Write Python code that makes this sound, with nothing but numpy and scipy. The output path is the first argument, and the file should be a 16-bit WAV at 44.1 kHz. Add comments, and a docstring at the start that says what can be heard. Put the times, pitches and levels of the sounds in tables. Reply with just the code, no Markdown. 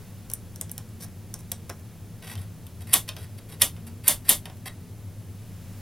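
"""A rotary gear selector clicks through four detents in a truck cab: its spring rides up each ramp
and snaps home, exciting the modes of the knob and the hollow dashboard.
Before that, a thumb clicks a small plastic button pad; fingers tap and scuff the knob between turns.
A low hum booms in the cab throughout, and everything is heard close by, almost in mono."""
import sys
import numpy as np
from scipy import signal
from scipy.fft import rfft, irfft, next_fast_len
from scipy.io import wavfile
from scipy.ndimage import uniform_filter1d, map_coordinates

SR = 44100
rng = np.random.default_rng(int(sys.argv[2]) if len(sys.argv) > 2 else 0)


def dump_mix(stems):
    """Bounce the given channels to the path in sys.argv[1] as a 16-bit WAV at rate SR."""
    frames = np.atleast_2d(stems).T  # one column per channel
    limited = np.clip(frames, -1, 1)  # hard clip at full scale
    pcm = np.round(limited * 32767).astype(np.int16)
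    wavfile.write(sys.argv[1], SR, pcm)


N = 256212
TIME = np.arange(N) / SR
AGE = np.arange(12288) / SR  # time within one short sound [s]
HZ = np.fft.rfftfreq(len(AGE), 1 / SR)

# selector steps: (time [s], snap level [dB], lead of first strike [s], knob body [dB],
# dashboard ring [dB], ring hold [s], ride up the ramp [s], ride level [dB])
DETENTS = [(2.9378, 2.5, 0.0046, -7.5, -26, 0.029, 0.068, -51),
           (3.619, 0, 0.00091, -4.5, -24, 0.013, 0.022, -57.5),
           (4.0809, 1.5, .0017, -12.5, -25, 0.029, .045, -48),
           (4.293, -0.5, 0.0014, -10, -22.5, 0.028, 0.047, -52.5)]
# modes of button shell, fascia and held knob: (frequency [Hz], bandwidth [Hz], level [dB])
SHELL_MODES = [(3450, 1500, 12), (5660, 570, 19), (7900, 690, -36)]
PANEL_MODES = [(412, 145, -2), (748, 154, 1.5), (1040, 170, -2), (1535, 300, -2.5), (2260, 960, -7),
               (2980, 1140, -10.5)]
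GRIP_MODES = [(1044, 61, -5), (1893, 250, 1.5), (2690, 260, 0), (3300, 140, -1), (3860, 130, 1),
              (4660, 250, -1.5), (5880, 300, -5)]


def amp(db):
    return 10 ** (np.asarray(db) / 20)


def unit(x):
    return x / np.sqrt(np.mean(x ** 2) + 1e-20)


def peaked(x, db):
    return amp(db) * x / np.abs(x).max()


def along(points, hz):
    """Interpolate (frequency [Hz], value) points on a logarithmic axis."""
    f, v = np.transpose(points)
    return np.interp(np.log(hz + 1), np.log(f), v)


def curves(rows):
    """One value per sample for each column after the time."""
    s, *cols = np.transpose(rows)
    return [np.interp(TIME, s, c) for c in cols]


def wobble(rate):
    """A smooth random curve with `rate` knots a second."""
    return map_coordinates(rng.standard_normal(200), [TIME * rate])


def add(track, s, sound):
    """Superpose a sound at time s."""
    part = track[..., round(s * SR):][..., :sound.shape[-1]]
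    part += sound[..., :part.shape[-1]]


def filtered(x, response):
    """Multiply a track's spectrum by a function of frequency."""
    m = next_fast_len(N + 8192)
    return irfft(rfft(x, m) * response(np.fft.rfftfreq(m, 1 / SR)), m)[..., :N]


def through(x, response):
    """Convolution: a short excitation passes through a body."""
    return irfft(rfft(x) * response)


def resonances(modes):
    """Modal superposition: the summed response of damped oscillators, mean power 1."""
    h = sum((-1) ** k * amp(db) * 1j * HZ * width / (f * f - HZ ** 2 + 1j * HZ * width)
            for k, (f, width, db) in enumerate(modes))
    return h / np.sqrt(np.mean(abs(h) ** 2))


def minimum_phase(spectrum):
    """Causal response of a (frequency [Hz], level [dB]) spectrum, mean power 1."""
    cepstrum = irfft(np.log(unit(amp(along(spectrum, HZ)))))
    half = len(cepstrum) // 2
    cepstrum[1:half] *= 2
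    cepstrum[half + 1:] = 0
    return np.exp(rfft(cepstrum))


def rush(spectrum):
    """Coloured noise, rms 1; a side signal, weak at most frequencies but nearly as strong as the mid near 25 Hz
    and 6 kHz, sets the stereo width."""
    # stereo width: (frequency [Hz], side level [dB])
    width = [(25, 0.5), (100, -22.5), (1000, -12), (3000, -51), (6000, -2), (10000, -25)]
    mid, side = rng.standard_normal((2, N))
    mid = filtered(mid, lambda hz: amp(along(spectrum, hz)))
    side = filtered(side, lambda hz: amp(along(spectrum, hz) + along(width, hz)))
    return unit(np.array([mid + side, mid - side]))


def hum():
    """Amplitude modulation: a narrow noise band near 100 Hz and a faint tone waver over rumble."""
    # boom and rumble spectra: (frequency [Hz], level [dB])
    boom_spectrum = [(55, -42), (72, -21.5), (85, 2.5), (102, 6.5), (115, 2.5), (135, -21), (200, -59.5)]
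    rumble_spectrum = [(15, -9.5), (27, 1.5), (40, -15), (50, -1.5), (65, -6.5), (130, -5), (168, 5),
                       (195, -2), (230, -6), (285, -10.5), (400, -14.5), (600, -19), (1100, -32),
                       (3500, -40), (9000, -66)]
    # boom envelope: (time [s], level [dB])
    boom_levels = [(0.0, -47), (0.16, -43.5), (2.17, -43.5), (2.33, -44), (2.38, -33.5), (2.59, -47),
                   (2.9, -39), (2.98, -45.5), (3.32, -39), (3.5, -48.5), (3.56, -41.5), (4.04, -42),
                   (4.08, -58), (4.12, -44), (4.85, -44.5), (5.05, -40), (5.68, -42), (5.81, -39)]
    # upper hum: (time [s], frequency [Hz], level [dB])
    drone_path = [(0, 218, -58.5), (1.1, 222, -56.5), (2.2, 220, -60.5), (2.9, 223, -55.5),
                  (3.8, 222, -60.5), (4.1, 247, -54.5), (5.35, 246, -59.5), (5.81, 230, -54)]
    (boom_db,), (drone_hz, drone_db) = curves(boom_levels), curves(drone_path)
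    boom = rush(boom_spectrum)
    boom /= np.sqrt(np.abs(uniform_filter1d(boom[0] ** 2, SR // 7)) + 1e-6)  # even out its swells
    drone_gain = amp(drone_db + 4.3 * wobble(rate=6))
    phase = 2 * np.pi * np.cumsum(drone_hz + 1.484 * wobble(rate=8)) / SR
    drone = drone_gain * unit(np.sin(phase))
    boom *= amp(boom_db + 0.5 + 0.5 * wobble(rate=13))
    low = boom + amp(-46) * rush(rumble_spectrum) + drone + waver()
    return low * amp([[.3], [-.7]])  # slightly to the left


def waver(level_db=-62, depth_db=6.5):
    """Random modulation in time and frequency: faint patches come and go atop the rumble."""
    # upper rumble: (frequency [Hz], level [dB])
    spectrum = [(180, -24), (300, -1), (430, 0), (560, -8.5), (800, -27.5)]
    bands = signal.stft(rush(spectrum), nperseg=4096)[2]
    patches = uniform_filter1d(rng.standard_normal(bands.shape[1:]), size=3, axis=0)
    patches = unit(uniform_filter1d(patches, size=6, axis=1))
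    noise = signal.istft(bands * amp(depth_db * patches), nperseg=4096)[1][:, :N]
    return amp(level_db) * unit(noise)


def hiss():
    """Broadband noise drifts slowly in level."""
    # envelope: (time [s], level [dB])
    levels = [(0, -54), (.4, -56), (5.25, -56.5), (5.81, -52.5)]
    # colour: (frequency [Hz], level [dB])
    spectrum = [(150, -38), (600, 8.5), (1500, 4.5), (3500, 1.5), (9000, -1), (15500, -0.5)]
    return amp(curves(levels)[0]) * rush(spectrum)


def whine(level_db=-68.5):
    """Beating: two close tones make a thin electronic whine."""
    return amp(level_db) * unit(np.sin(2 * np.pi * 10051 * TIME) + np.sin(2 * np.pi * 10099 * TIME))


def contact(t60, chatter):
    """Impact force: an impulse followed by exponentially decaying chatter."""
    force = chatter * rng.standard_normal(len(AGE)) * amp(-60 * AGE / t60)
    force[0] += 1
    return force / np.linalg.norm(force)


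def button(touch_db=-4.5):
    """Impulse excitation: the cap touches, then snaps, ringing its shell and the panel behind."""
    # (time [s], peak level [dB], lead of touch [s], cap frequency [Hz], shell [dB], panel knock [dB])
    clicks = [(0.3006, -20, 0.00049, 10800, -6, -12.5), (0.316, -22, 0.00072, 10900, -14.5, -17),
              (0.3366, -9.5, .0005, 11300, -21, -36), (.56, -27.5, 0.00058, 10400, -7, -15),
              (0.6127, -10.5, 0.00061, 9600, -9.5, -18.5), (0.6956, -33.5, 0.00037, 8500, -1, -6.5),
              (0.716, -17, .0005, 11100, -35, -28), (0.7801, -15, 0.00056, 10600, -12.5, -15),
              (1.341, -19, 0.00064, 10300, -5, -14.5), (1.5194, -10, .0022, 10100, -9, -18),
              (1.699, -21.5, .004, 10000, -2, 4.5)]
    out, panel = np.zeros(N), resonances(PANEL_MODES)
    for s, db, lead, cap_hz, shell_db, knock_db in clicks:
        cap = resonances([(cap_hz, 5200, 0)]) * resonances([(cap_hz, 7000, 0)])
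        cap /= np.sqrt(np.mean(abs(cap) ** 2))
        # thumb pressure detunes the shell a little each time
        shell = resonances([(hz * np.exp(rng.normal(0, .025)), width, level + rng.normal(0, 2))
                            for hz, width, level in SHELL_MODES])
        for when, peak_db in (s - lead, db + touch_db), (s, db):
            snap = through(contact(t60=0.0079, chatter=0.23), cap + amp(shell_db) * shell)
            knock = through(contact(t60=0.056, chatter=0.16), amp(knock_db) * panel)
            add(out, when, peaked(snap + knock, peak_db))
    return out


def spring_response():
    """Frequency response of the steel spring: narrow coil modes on a broad, bright sheen."""
    # (frequency [Hz], level [dB])
    sheen = [(500, -64), (4000, -32), (6800, -15.5), (7800, -7.5), (9000, -4), (11500, -2), (13500, -7),
             (15000, -11.5), (16500, -43)]
    # (frequency [Hz], bandwidth [Hz], level [dB])
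    coil_modes = [(9070, 79, 7), (8950, 110, -11), (10680, 380, 6.5), (11800, 53, -3), (11900, 270, -9),
                  (11520, 80, -22), (13320, 180, 6)]
    return 1.12 * minimum_phase(sheen) + 0.26 * resonances(coil_modes)


def slips(grit_db=7, clump_db=2.5):
    """Stick-slip friction: clumps of tiny ticks of random size, rms 1."""
    clumps = np.repeat(rng.standard_normal(len(AGE) // 96), 96)
    ticks, grit = rng.standard_normal((2, len(AGE)))
    return unit(ticks * amp(clump_db * clumps + grit_db * grit))


def stroke(length):
    """A rounded envelope for one sliding movement."""
    return np.abs(np.sin(np.pi * AGE / length)) ** 0.12 * (AGE < length)


def sliding(strokes, modes, panel_db):
    """Friction of skin on plastic drives a bright sheen and the modes of the part and the panel."""
    out, sheen = np.zeros(N), spring_response()
    body, panel = resonances(modes), resonances(PANEL_MODES)
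    for s, length, db, body_db in strokes:
        colour = sheen + amp(body_db) * body + amp(panel_db) * panel
        add(out, s, amp(db) * through(slips() * stroke(length), colour))
    return out


def thumb():
    """Friction excites the button shell as the thumb slides off."""
    # (time [s], duration [s], level [dB], shell [dB])
    slides = [(1.0, .02, -51, -1), (1.019, 0.032, -44, -4), (1.385, .025, -56, -5)]
    return sliding(slides, SHELL_MODES, panel_db=-7.5)


def knob(strikes):
    """Damped vibration: the spring snaps briefly; the hollow knob and the panel rattle on longer."""
    # struck knob: (frequency [Hz], bandwidth [Hz], level [dB])
    body_modes = [(1144, 140, -8.5), (1850, 130, -6.5), (2600, 210, -1), (3116, 130, 4.5), (3614, 220, 1.5),
                  (4930, 760, -6), (6000, 870, -9)]
    out, spring = np.zeros(N), spring_response()
    body, panel = resonances(body_modes), resonances(PANEL_MODES)
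    for s, db, body_db, knock_db in strikes:
        snap = through(contact(t60=0.017, chatter=0.27), spring)
        clack = through(contact(t60=0.043, chatter=0.082), amp(body_db) * body)
        knock = through(contact(t60=0.14, chatter=0.092), amp(knock_db) * panel)
        add(out, s, peaked(snap + clack + knock, db))
    return out


def fingers():
    """Impact and friction: fingers rock the knob in its play and rub its surface."""
    # (time [s], peak level [dB], knob body [dB], panel knock [dB])
    taps = [(2.226, -37, 4, 7), (2.276, -32.5, 4, -10), (2.354, -30.5, 8, -4), (2.378, -38, 10, 1),
            (2.667, -33.5, -4, -20), (3.0897, -16, 7, -7), (3.166, -29.5, 5.5, 4), (3.765, -39.5, 8, 12),
            (4.456, -27.5, 3.5, 2.5), (4.499, -37.5, 12.5, 13)]
    # (time [s], duration [s], level [dB], knob body [dB])
    scuffs = [(2.221, .06, -55, 3.5), (2.272, 0.068, -48.5, 1), (2.372, 0.071, -56.5, -1),
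              (2.806, 0.02, -51.5, -0.5), (3.077, 0.015, -44.5, 2), (3.167, 0.09, -56.5, 2),
              (3.376, .016, -55.5, 2.5), (3.488, 0.062, -54, 0), (3.866, 0.02, -51, -2),
              (4.656, 0.028, -42.5, 3)]
    return knob(taps) + sliding(scuffs, GRIP_MODES, panel_db=-6)


def ramps(slip_db=-28, rise_db_per_s=1500):
    """Sliding friction: the spring scrapes up each ramp, then swells as it races into the notch."""
    out = np.zeros(N)
    colour = spring_response() + amp(-0.5) * resonances(GRIP_MODES) + amp(-8) * resonances(PANEL_MODES)
    for s, *_, ride, ride_db in DETENTS:
        scrape = amp(ride_db) * stroke(ride)
        race = amp(slip_db - rise_db_per_s * np.abs(ride - AGE)) * (AGE < ride)
        add(out, s - ride, through(slips() * (scrape + race), colour))
    return out


def detent_snaps(first_db=-3.5, knock_db=-25.5, bounce_s=.0021, loss_db=4, dull_db=2.5):
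    """Inelastic collision: the spring strikes, snaps home and bounces twice, weaker and duller."""
    strikes = []
    for s, db, lead, body_db, *_ in DETENTS:
        strikes.append((s - lead, db + first_db, body_db, knock_db))
        strikes += [(s + k * bounce_s, db - k * loss_db, body_db + k * dull_db, knock_db + k * dull_db)
                    for k in range(3)]
    return knob(strikes)


def dashboard(attack_s=0.0073, ring_t60=.14, rattle_db=1.5, shudder_db=-37, shudder_t60=0.56):
    """Structure-borne sound: each snap excites panel modes, spring rattle and a low shudder."""
    # dense panel modes and low shudder: (frequency [Hz], level [dB])
    panel_spectrum = [(120, -7.5), (220, 6.5), (330, 1), (480, -3), (680, 4.5), (1120, 0), (1450, -3),
                      (2100, 0.5), (2450, -4), (3100, 6), (3600, -0.5), (4200, 3.5), (5000, 1), (6500, 3),
                      (9000, -5)]
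    shudder_spectrum = [(18, -9), (28, -1), (45, 2), (65, -5), (140, -7.5), (330, -15), (500, -28),
                        (900, -70)]
    # prominent resonances: (frequency [Hz], bandwidth [Hz], level [dB])
    ring_modes = [(587, 49, -0.5), (1144, 52, -6.5), (2130, 65, -4), (3000, 40, -10), (3070, 33, -23),
                  (3410, 103, 2), (3660, 105, 1.5), (4780, 81, -3), (5870, 60, -15)]
    out, spring = np.zeros(N), spring_response()
    panels, modes = minimum_phase(panel_spectrum), resonances(ring_modes)
    for s, _, lead, _, ring_db, hold, *_ in DETENTS:
        # the ring after each snap holds level briefly, then fades
        decay = 1 / np.sqrt(1 + amp(60 * (AGE - hold) / ring_t60) ** 2)
        swell = (1 - np.exp(-AGE / attack_s)) * decay
        panel_drive, mode_drive, spring_drive = rng.standard_normal((3, len(AGE))) * swell
        ring = 0.98 * through(panel_drive, panels) + 0.52 * through(mode_drive, modes)
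        rattle = amp(rattle_db) * through(spring_drive, spring)
        shudder = unit(through(rng.standard_normal(len(AGE)), minimum_phase(shudder_spectrum)))
        shudder *= amp(shudder_db - 60 * AGE / shudder_t60) * (1 - np.exp(-AGE / 0.038))
        add(out, s - lead, amp(ring_db) * (ring + rattle) + shudder)
    return out


def cab(x, wet_db, bass_db, treble_db):
    """Reverberation: the padded cab adds a short, dull tail that varies as hand and listener move."""
    # (frequency [Hz], reverberation time [s])
    t60s = [(150, 0.11), (1000, 0.15), (3500, 0.16), (9000, 0.15), (15000, 0.051)]
    spectrum = [(500, bass_db), (4000, -1.2), (7500, -1.2), (10500, treble_db), (16000, treble_db)]
    out, hop = np.zeros((2, N)), SR // 4
    for start in range(0, N, hop):
        hz, t, bands = signal.stft(rng.standard_normal((2, SR // 4)), SR, nperseg=256)
        colour = amp(along(spectrum, hz))[:, None]
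        decay = amp(-60 * t / along(t60s, hz)[:, None]) * (1 - np.exp(-t / 0.00075))
        mid, side = signal.istft(bands * colour * decay, SR, nperseg=256)[1]
        tail = (mid + 0.0093 * np.array([side, -side])) / np.linalg.norm(mid)
        add(out, start / SR, signal.fftconvolve(x[None, start:start + hop], tail, axes=1))
    return x + amp(wet_db) * out


def ports(x):
    """Phase difference: the two microphone ports hear nearly alike, except around 6.6 kHz."""
    # quadrature side signal: (frequency [Hz], level [dB])
    side_spectrum = [(300, -19), (1000, -24), (2500, -30), (3600, -30.5), (4700, -20.5), (5700, -9),
                     (6600, -2), (8000, -21), (10000, -27), (13000, -42)]
    side = filtered(x.mean(0), lambda hz: 1j * amp(along(side_spectrum, hz)))
    return x + np.array([side, -side])


def scene():
    """Superposition: button pad and selector sound in the cab, over its hum, hiss and whine."""
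    pad = cab(button() + thumb(), wet_db=-8, bass_db=8, treble_db=-5)
    handling = detent_snaps() + ramps() + fingers()
    selector = cab(handling, wet_db=-7, bass_db=10.5, treble_db=-1.5) + dashboard()
    return ports(pad + selector) + hum() + hiss() + whine()


def record(dry, cutoff_hz=15900):
    """Soft saturation rounds the tallest peaks; a steep low-pass limits the bandwidth."""
    rounded = dry / (1 + np.abs(dry) ** 6) ** (1 / 6)
    return filtered(rounded, lambda hz: 1 / np.sqrt(1 + (hz / cutoff_hz) ** 120))


dry = scene()
out = record(dry)
dump_mix(out)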